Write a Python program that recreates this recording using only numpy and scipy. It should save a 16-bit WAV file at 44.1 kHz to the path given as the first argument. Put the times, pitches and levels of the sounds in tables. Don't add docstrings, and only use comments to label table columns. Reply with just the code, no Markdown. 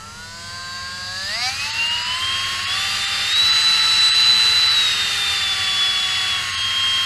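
import sys
import numpy as np
from scipy import signal
from scipy.fft import rfft, irfft, next_fast_len
from scipy.io import wavfile
from scipy.ndimage import uniform_filter1d

SR = 44100
rng = np.random.default_rng(int(sys.argv[2]) if len(sys.argv) > 2 else 0)


def boost_factor(decibels):
    exponent = np.asarray(decibels, float) / 20
    return 10 ** exponent


def pcm_store(signal):
    levels = np.round(np.clip(np.atleast_2d(signal), -1, 1) * 32767)
    wavfile.write(sys.argv[1], SR, levels.astype(np.int16).T)


N = 310990

# start_s, length_s, speed_change_turns_per_s
STROKES = [(-0.269, 0.471, 35.44), (0.202, 0.309, 9.94), (0.608, 0.466, 7.18), (1.075, 0.261, 27.63),
           (1.252, 0.116, 43.94), (1.374, 0.295, 49.05), (1.669, 0.348, 26.67), (2.018, 0.178, 25.37),
           (2.118, 0.735, 13.14), (2.617, 0.136, 29.67), (3.225, 0.11, 46.54), (3.225, 1.089, -7.01),
           (3.884, 0.303, 5.45), (4.673, 0.061, -23.34), (4.735, 0.249, -19.09), (5.093, 0.283, -4.92),
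           (5.313, 0.115, -13.15), (5.427, 0.432, -5.61), (6.245, 0.087, -14.07), (6.324, 0.279, -6.0)]
START_TURNS_PER_S, TURN_BACK_S = 129.89, 4.4
SPIN_UP_LAG_S, COAST_LAG_S = 0.07, 0.117

# multiple, level_db at 400 turns per s, growth_db_per_octave
WHINE, POLE = (9, -15.3, 16.4), (3, -36.8, 6.6)
WOBBLE, BRUSH = (2, -48.8, 12.1), (12, -44, 5.8)
# multiple, slow_db, middling_db, fast_db
ROTOR_ORDERS = [(1, -0.5, -13, 1), (4, 1.5, 11, -1), (5, -3, 8, 4), (6, 13.5, 3, 12.0), (7, 4, 9.0, -33),
                (8, 5.5, -1, 17), (10, 0.5, 8.0, -0.5), (11, 2, 2, -5.5), (13, 3.5, -14.0, 0.5),
                (14, -8, -8, -2.0), (15, 3, 8, 2.5), (16, -3, 7, -10), (17, -2, 3, -15), (18, -1, 4, 3.5),
                (19, 14, -2, -2), (20, -1, -1.0, -9), (21, 6.5, -3, 0), (22, 9.0, 7.5, -3), (23, 2, 3, -4),
                (24, -2, -6.0, 7.5), (25, 4.5, -2.5, -4), (26, 3.5, -10, 1), (27, -0.5, -7, 2.0),
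                (28, -4, -11, 4), (29, -3, -5.0, 6), (30, -3, -5.0, -10), (31, -4, -10.0, -2.0),
                (32, -9, -7, -7), (33, 1, -4, 12), (34, -8, -3.0, -8)]
PATTERN_TURNS_PER_S = (178, 262, 380)
# turns_per_s, weak_orders_db, locked_rattle_share
SHAKE = [(155, -49.5, 0.2), (171, -44, 0.2), (177.6, -42.5, 0), (183, -40.5, 0.8), (201, -40, 0),
         (220, -36.5, .7), (243, -34, 1), (260.6, -32, .9), (258, -39, 0), (312, -40.5, 0.04),
         (373, -38, 0.44), (440, -34, 0.06)]
# freq_hz, level_db
SHELL = [(150.0, -15), (600.0, -16), (1100.0, -9.5), (1800.0, -10), (2500.0, -16), (3200.0, -20.5),
         (3900.0, -12), (4500.0, -0.5), (5100.0, -5.5), (5800.0, -11), (7500.0, -12), (9000.0, -22.5),
         (11500.0, -29), (15000.0, -39)]
# freq_hz, width_hz, level_db
RIBS = [(250, 100, -2), (458, 115, -10), (700, 54, 5.5), (1290, 860, -6.5), (3500, 950, -6.5),
        (4010, 180, 6), (4260, 230, -10), (3545, 50, -4), (5240, 80, -5), (4883, 71, 6.5), (5700, 760, -5),
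        (6530, 400, 2.5), (7860, 250, 4.5), (11700, 270, 3.5)]
# freq_hz, width_hz, level_db
SHROUD = [(1516.7, 103.8, -8.5), (2323.0, 121.0, 14.5), (2376.5, 366.5, -19.7), (2678.4, 75.5, -24.3),
          (2884.0, 900.0, 10.0), (2942.0, 100.3, -18.2), (3109.8, 111.0, -17.8), (3154.7, 37.5, 7.1),
          (3276.0, 44.6, -22.4), (3410.3, 16.1, 3.2), (3463.2, 25.6, -13.6), (3472.2, 35.4, 9.2),
          (3637.1, 481.3, -16.1), (3826.5, 106.9, 4.9)]
# freq_hz, width_hz, level_db
HANDLE = [(545.9, 327.7, -36.0), (582.0, 207.3, 28.1), (721.7, 12.0, -14.4), (787.9, 174.1, 14.6),
          (835.8, 43.2, -18.8), (884.1, 16.0, 5.1), (1023.9, 130.2, 6.1), (1202.9, 12.0, -13.6),
          (1311.0, 56.5, -25.8), (1321.7, 20.8, 24.5)]
# freq_hz, width_hz, level_db
GRIP_NULL = [(817, 32, -7)]
# freq_hz, width_hz, level_db
CAP = [(2376.5, 476.8, -9.1), (2813.0, 335.3, 7.4), (3446.1, 176.0, -18.8), (4362.9, 12.0, -23.9),
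       (4575.8, 122.0, 9.9), (4746.5, 86.3, 9.7), (4801.6, 12.0, -24.2), (5000.3, 583.8, 26.3),
       (5201.5, 900.0, -23.0), (5283.7, 44.3, 18.2)]
# time_s, level_db
HAND = [(0.0, -1.5), (0.5, 0.5), (1.2, 1.5), (2.0, -0.1), (2.5, -3.5), (2.9, -2), (3.3, 2.2), (3.6, -1.5),
        (4.0, 0.1), (4.4, 0.9), (4.7, -0.4), (5.2, 5), (5.6, 0.5), (5.9, -0.1), (6.27, -2.5), (6.6, 2),
        (6.92, 4), (7.05, 1.5)]
COAST_POLE_DB = -2.5
LINES_FADE_HZ, LINES_FADE_DB = 12200, -9
EDGE_HZ = 15350.0
CONTROL_STEP = 64

# turns_per_s, rush_db, rattle_db, fizz_db
AIR_LAW = [(145, -50.5, -61, -50), (167, -50, -47, -52.5), (179, -42.5, -42, -57), (185, -44.5, -34, -50),
           (203, -35, -32, -45), (240, -36, -35, -46), (247, -35, -22, -44), (258.5, -35, -27, -43),
           (260, -32.5, -31, -42), (277, -32, -39, -42), (283, -31.5, -30.5, -40.5), (320, -29.5, -34, -46),
           (364, -27.5, -34.5, -42), (377, -27, -32, -40.5), (398, -26.5, -30, -38), (428, -25, -28, -38)]
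# freq_hz, width_hz, level_db
CHAMBER = [(674, 530, -22), (1388, 520, -4.5), (1932, 532, -1), (2794, 450, 1.5), (3090, 750, -6),
           (3930, 360, -4), (4480, 300, -5.5)]
# freq_hz, width_hz, level_db
RUSH_PATH = [(2490, 52, 0), (2785, 35, 4.5), (2930, 53, -14), (3015, 90, 4), (3120, 37, -8), (3185, 70, 5.5),
             (3260, 45, -10), (3450, 36, 7.5), (3830, 40, -4), (4130, 60, 0), (4240, 80, 3), (4650, 74, 2.5)]
# freq_hz, width_hz, level_db
VENTS = [(5800, 590, 0), (6500, 960, -2), (7750, 1150, -1.5), (10070, 1320, -6), (12000, 450, -31),
         (13900, 1200, -28)]
# freq_hz, width_hz, level_db
SPRINGS = [(4050, 690, 4.5), (4387, 120, 9), (4820, 290, 4.5), (5330, 290, -1.5), (7400, 210, -34.5),
           (11800, 350, -17)]

# freq_hz, width_hz, level_db
ROOM = [(22, 9.4, -5.5), (56.7, 15, -9), (86.1, 14.5, -0.5), (124, 9.5, -7.5), (137.3, 12, -10.5),
        (176, 25, -11), (209.6, 9.8, -13), (457, 3600, -23.5)]
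# freq_hz, level_db, waver_db
HUM = [(100.8, -48.5, 2), (200, -54, 2)]
ROOM_DB, HISS_DB = -44.5, -70

# time_s, threshold_db
DROPOUTS = [(1.722, -61), (1.893, -62), (2.042, -64), (2.170, -62), (2.447, -62), (2.661, -60),
            (3.066, -59), (3.343, -57), (3.514, -57), (3.621, -60), (3.663, -59), (3.813, -58),
            (4.005, -58), (4.111, -54), (4.133, -52), (4.239, -61), (4.687, -59), (6.522, -60),
            (6.565, -59), (6.629, -63), (6.821, -61)]
DROPOUT_SAMPLES = 1882


def evened(x):
    return x / np.sqrt(np.mean(x ** 2) + 1e-20)


def curves(rows):
    time_s, *columns = np.transpose(rows)
    return [np.interp(np.arange(N) / SR, time_s, c) for c in columns]


def by_speed(rows, speed):
    turns_per_s, *columns = np.transpose(rows)
    return [np.interp(speed, turns_per_s, c) for c in columns]


def read(points, hz):
    freq_hz, level_db = np.transpose(points)
    return np.interp(np.log(hz + 1), np.log(freq_hz + 1), level_db)


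def bells(path, at_hz):
    return sum(db / (1 + (2 * (at_hz - hz) / width) ** 2) for hz, width, db in path)


def drift(per_s, step=1):
    smooth = evened(uniform_filter1d(rng.standard_normal(1000), size=3))
    return np.interp(np.arange(0, N, step) / SR * per_s * 3, np.arange(1000), smooth)


def ring(x, modes, steep):
    size = next_fast_len(N)
    hz = np.fft.rfftfreq(size, 1 / SR)
    power = sum(boost_factor(2 * db) / (1 + (2 * (hz - f) / w) ** 2) ** steep for f, w, db in modes)
    return evened(irfft(rfft(x, size) * np.sqrt(power), size)[:N])


def shaft_speed():
    t = np.arange(N) / SR
    speed = np.full(N, START_TURNS_PER_S)
    for start_s, length_s, change in STROKES:
        lag_s = SPIN_UP_LAG_S if start_s < TURN_BACK_S else COAST_LAG_S
        since_s = np.maximum([t - start_s, t - start_s - length_s], 0)
        lagged = since_s - lag_s * (1 - np.exp(-since_s / lag_s))
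        speed += change * (lagged[0] - lagged[1]) / length_s
    return speed


def order_db(order, path, speed):
    k, db, per_octave_db = order
    return db + per_octave_db * np.log2(speed / 400) + bells(path, k * speed)


def strong_orders_db(speed):
    paths = ((WHINE, SHROUD), (POLE, HANDLE + GRIP_NULL), (WOBBLE, HANDLE), (BRUSH, CAP))
    strong = {order[0]: order_db(order, path, speed) for order, path in paths}
    strong[WHINE[0]] += curves(HAND)[0][::CONTROL_STEP]
    strong[POLE[0]] += 6.3 * (by_speed(SHAKE, speed)[1] - 0.3)
    coasting = np.clip(np.arange(0, N, CONTROL_STEP) / SR - TURN_BACK_S + 0.5, 0, 1)
    strong[POLE[0]] += 1.03 + COAST_POLE_DB * coasting
    return strong


def weak_order_db(k, pattern_db, speed):
    level_db = np.interp(speed, PATTERN_TURNS_PER_S, pattern_db)
    level_db = level_db + by_speed(SHAKE, speed)[0] + read(SHELL, k * speed) + 2.5
    level_db = level_db + 3.0 * drift(7.0, step=CONTROL_STEP)
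    return level_db + bells(RIBS, k * speed) + LINES_FADE_DB * (k * speed > LINES_FADE_HZ)


def orders(speed, turns):
    pattern = {k: db for k, *db in ROTOR_ORDERS}
    unlisted_db = np.full(len(PATTERN_TURNS_PER_S), -3.5)
    speed = speed[::CONTROL_STEP]
    strong = strong_orders_db(speed)
    spin = np.exp(2j * np.pi * turns)
    line, out = np.ones(N, complex), np.zeros(N)
    for k in range(1, 100):
        line = line * spin
        if k in strong:
            level_db = strong[k] + 1.4 * drift(30, step=CONTROL_STEP)
        else:
            level_db = weak_order_db(k, pattern.get(k, unlisted_db), speed)
        gain = boost_factor(level_db) * (k * speed < EDGE_HZ)
        gain = np.interp(np.arange(N), np.arange(0, N, CONTROL_STEP), gain)
        out += gain * (line * np.exp(2j * np.pi * rng.random())).real
    return np.sqrt(2) * out


def fan(rush_db, fizz_db):
    air = ring(rng.standard_normal(N), CHAMBER, 1.9)
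    air = irfft(rfft(air) * boost_factor(bells(RUSH_PATH, np.fft.rfftfreq(N, 1 / SR))), N)
    rush = boost_factor(rush_db + 1.5 + 0.14 * drift(12)) * air
    fizz = ring(rng.standard_normal(N), VENTS, 1.48)
    return rush + boost_factor(fizz_db + 3.0 + 0.95 * drift(9.7)) * fizz


def brushes(level_db, locked, turns):
    new_turn = np.diff(np.floor(turns), prepend=0)
    late = new_turn * (turns % 1) / np.gradient(turns)
    knocks = new_turn - late + np.roll(late, -1)
    scuff = rng.standard_normal(130) * np.exp(-np.arange(130) / 60.0)
    knocks = evened(signal.oaconvolve(knocks * boost_factor(5.3 * drift(25)), scuff)[:N])
    scrape = rng.standard_normal(N) * (1 + 0.24 * np.cos(2 * np.pi * turns))
    share = np.clip(locked, 0, 1)
    rattle = share * knocks + np.sqrt(1 - share ** 2) * scrape
    return boost_factor(level_db + 1.0) * ring(rattle, SPRINGS, 1.33)


def room():
    out = boost_factor(ROOM_DB) * ring(rng.standard_normal(N), ROOM, 1.6)
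    for hz, db, waver_db in HUM:
        hum = np.sin(2 * np.pi * hz * np.arange(N) / SR)
        out += np.sqrt(2) * boost_factor(db + waver_db * drift(9.4)) * hum
    hiss = ring(rng.standard_normal(N), [(9000, 12000, 0)], 1.6)
    return out + boost_factor(HISS_DB) * hiss


def scene():
    speed = shaft_speed()
    turns = np.cumsum(speed * (1 + 0.0008 * drift(40))) / SR
    rush_db, rattle_db, fizz_db = by_speed(AIR_LAW, speed)
    locked = by_speed(SHAKE, speed)[1]
    motor = orders(speed, turns) + fan(rush_db, fizz_db) + brushes(rattle_db, locked, turns)
    return (motor + room())[None]


def band_limit(x):
    return signal.sosfilt(signal.butter(12, 15580, fs=SR, output="sos"), x)


def record(dry):
    x = dry.copy()
    window = np.sin(np.pi * (np.arange(DROPOUT_SAMPLES) + 0.5) / DROPOUT_SAMPLES)
    hz = np.fft.rfftfreq(DROPOUT_SAMPLES, 1 / SR)
    octaves = np.log2(np.maximum(hz / 5500, 1))
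    for time_s, floor_db in DROPOUTS:
        middle = round(time_s * SR)
        part = slice(middle - DROPOUT_SAMPLES // 2, middle + DROPOUT_SAMPLES // 2)
        z = rfft(dry[:, part] * window)
        floor = boost_factor(floor_db + 4.0 - 9.0 * octaves)
        lost = 1 / (1 + (abs(z) / window.sum() / floor) ** 8)
        x[:, part] -= irfft(z * lost, DROPOUT_SAMPLES) * window
    lowpass = signal.firwin(401, EDGE_HZ, window=("kaiser", 9), fs=SR)
    x = signal.oaconvolve(x, lowpass[None], "same")
    return band_limit(x)


dry = scene()
out = record(dry)
pcm_store(out)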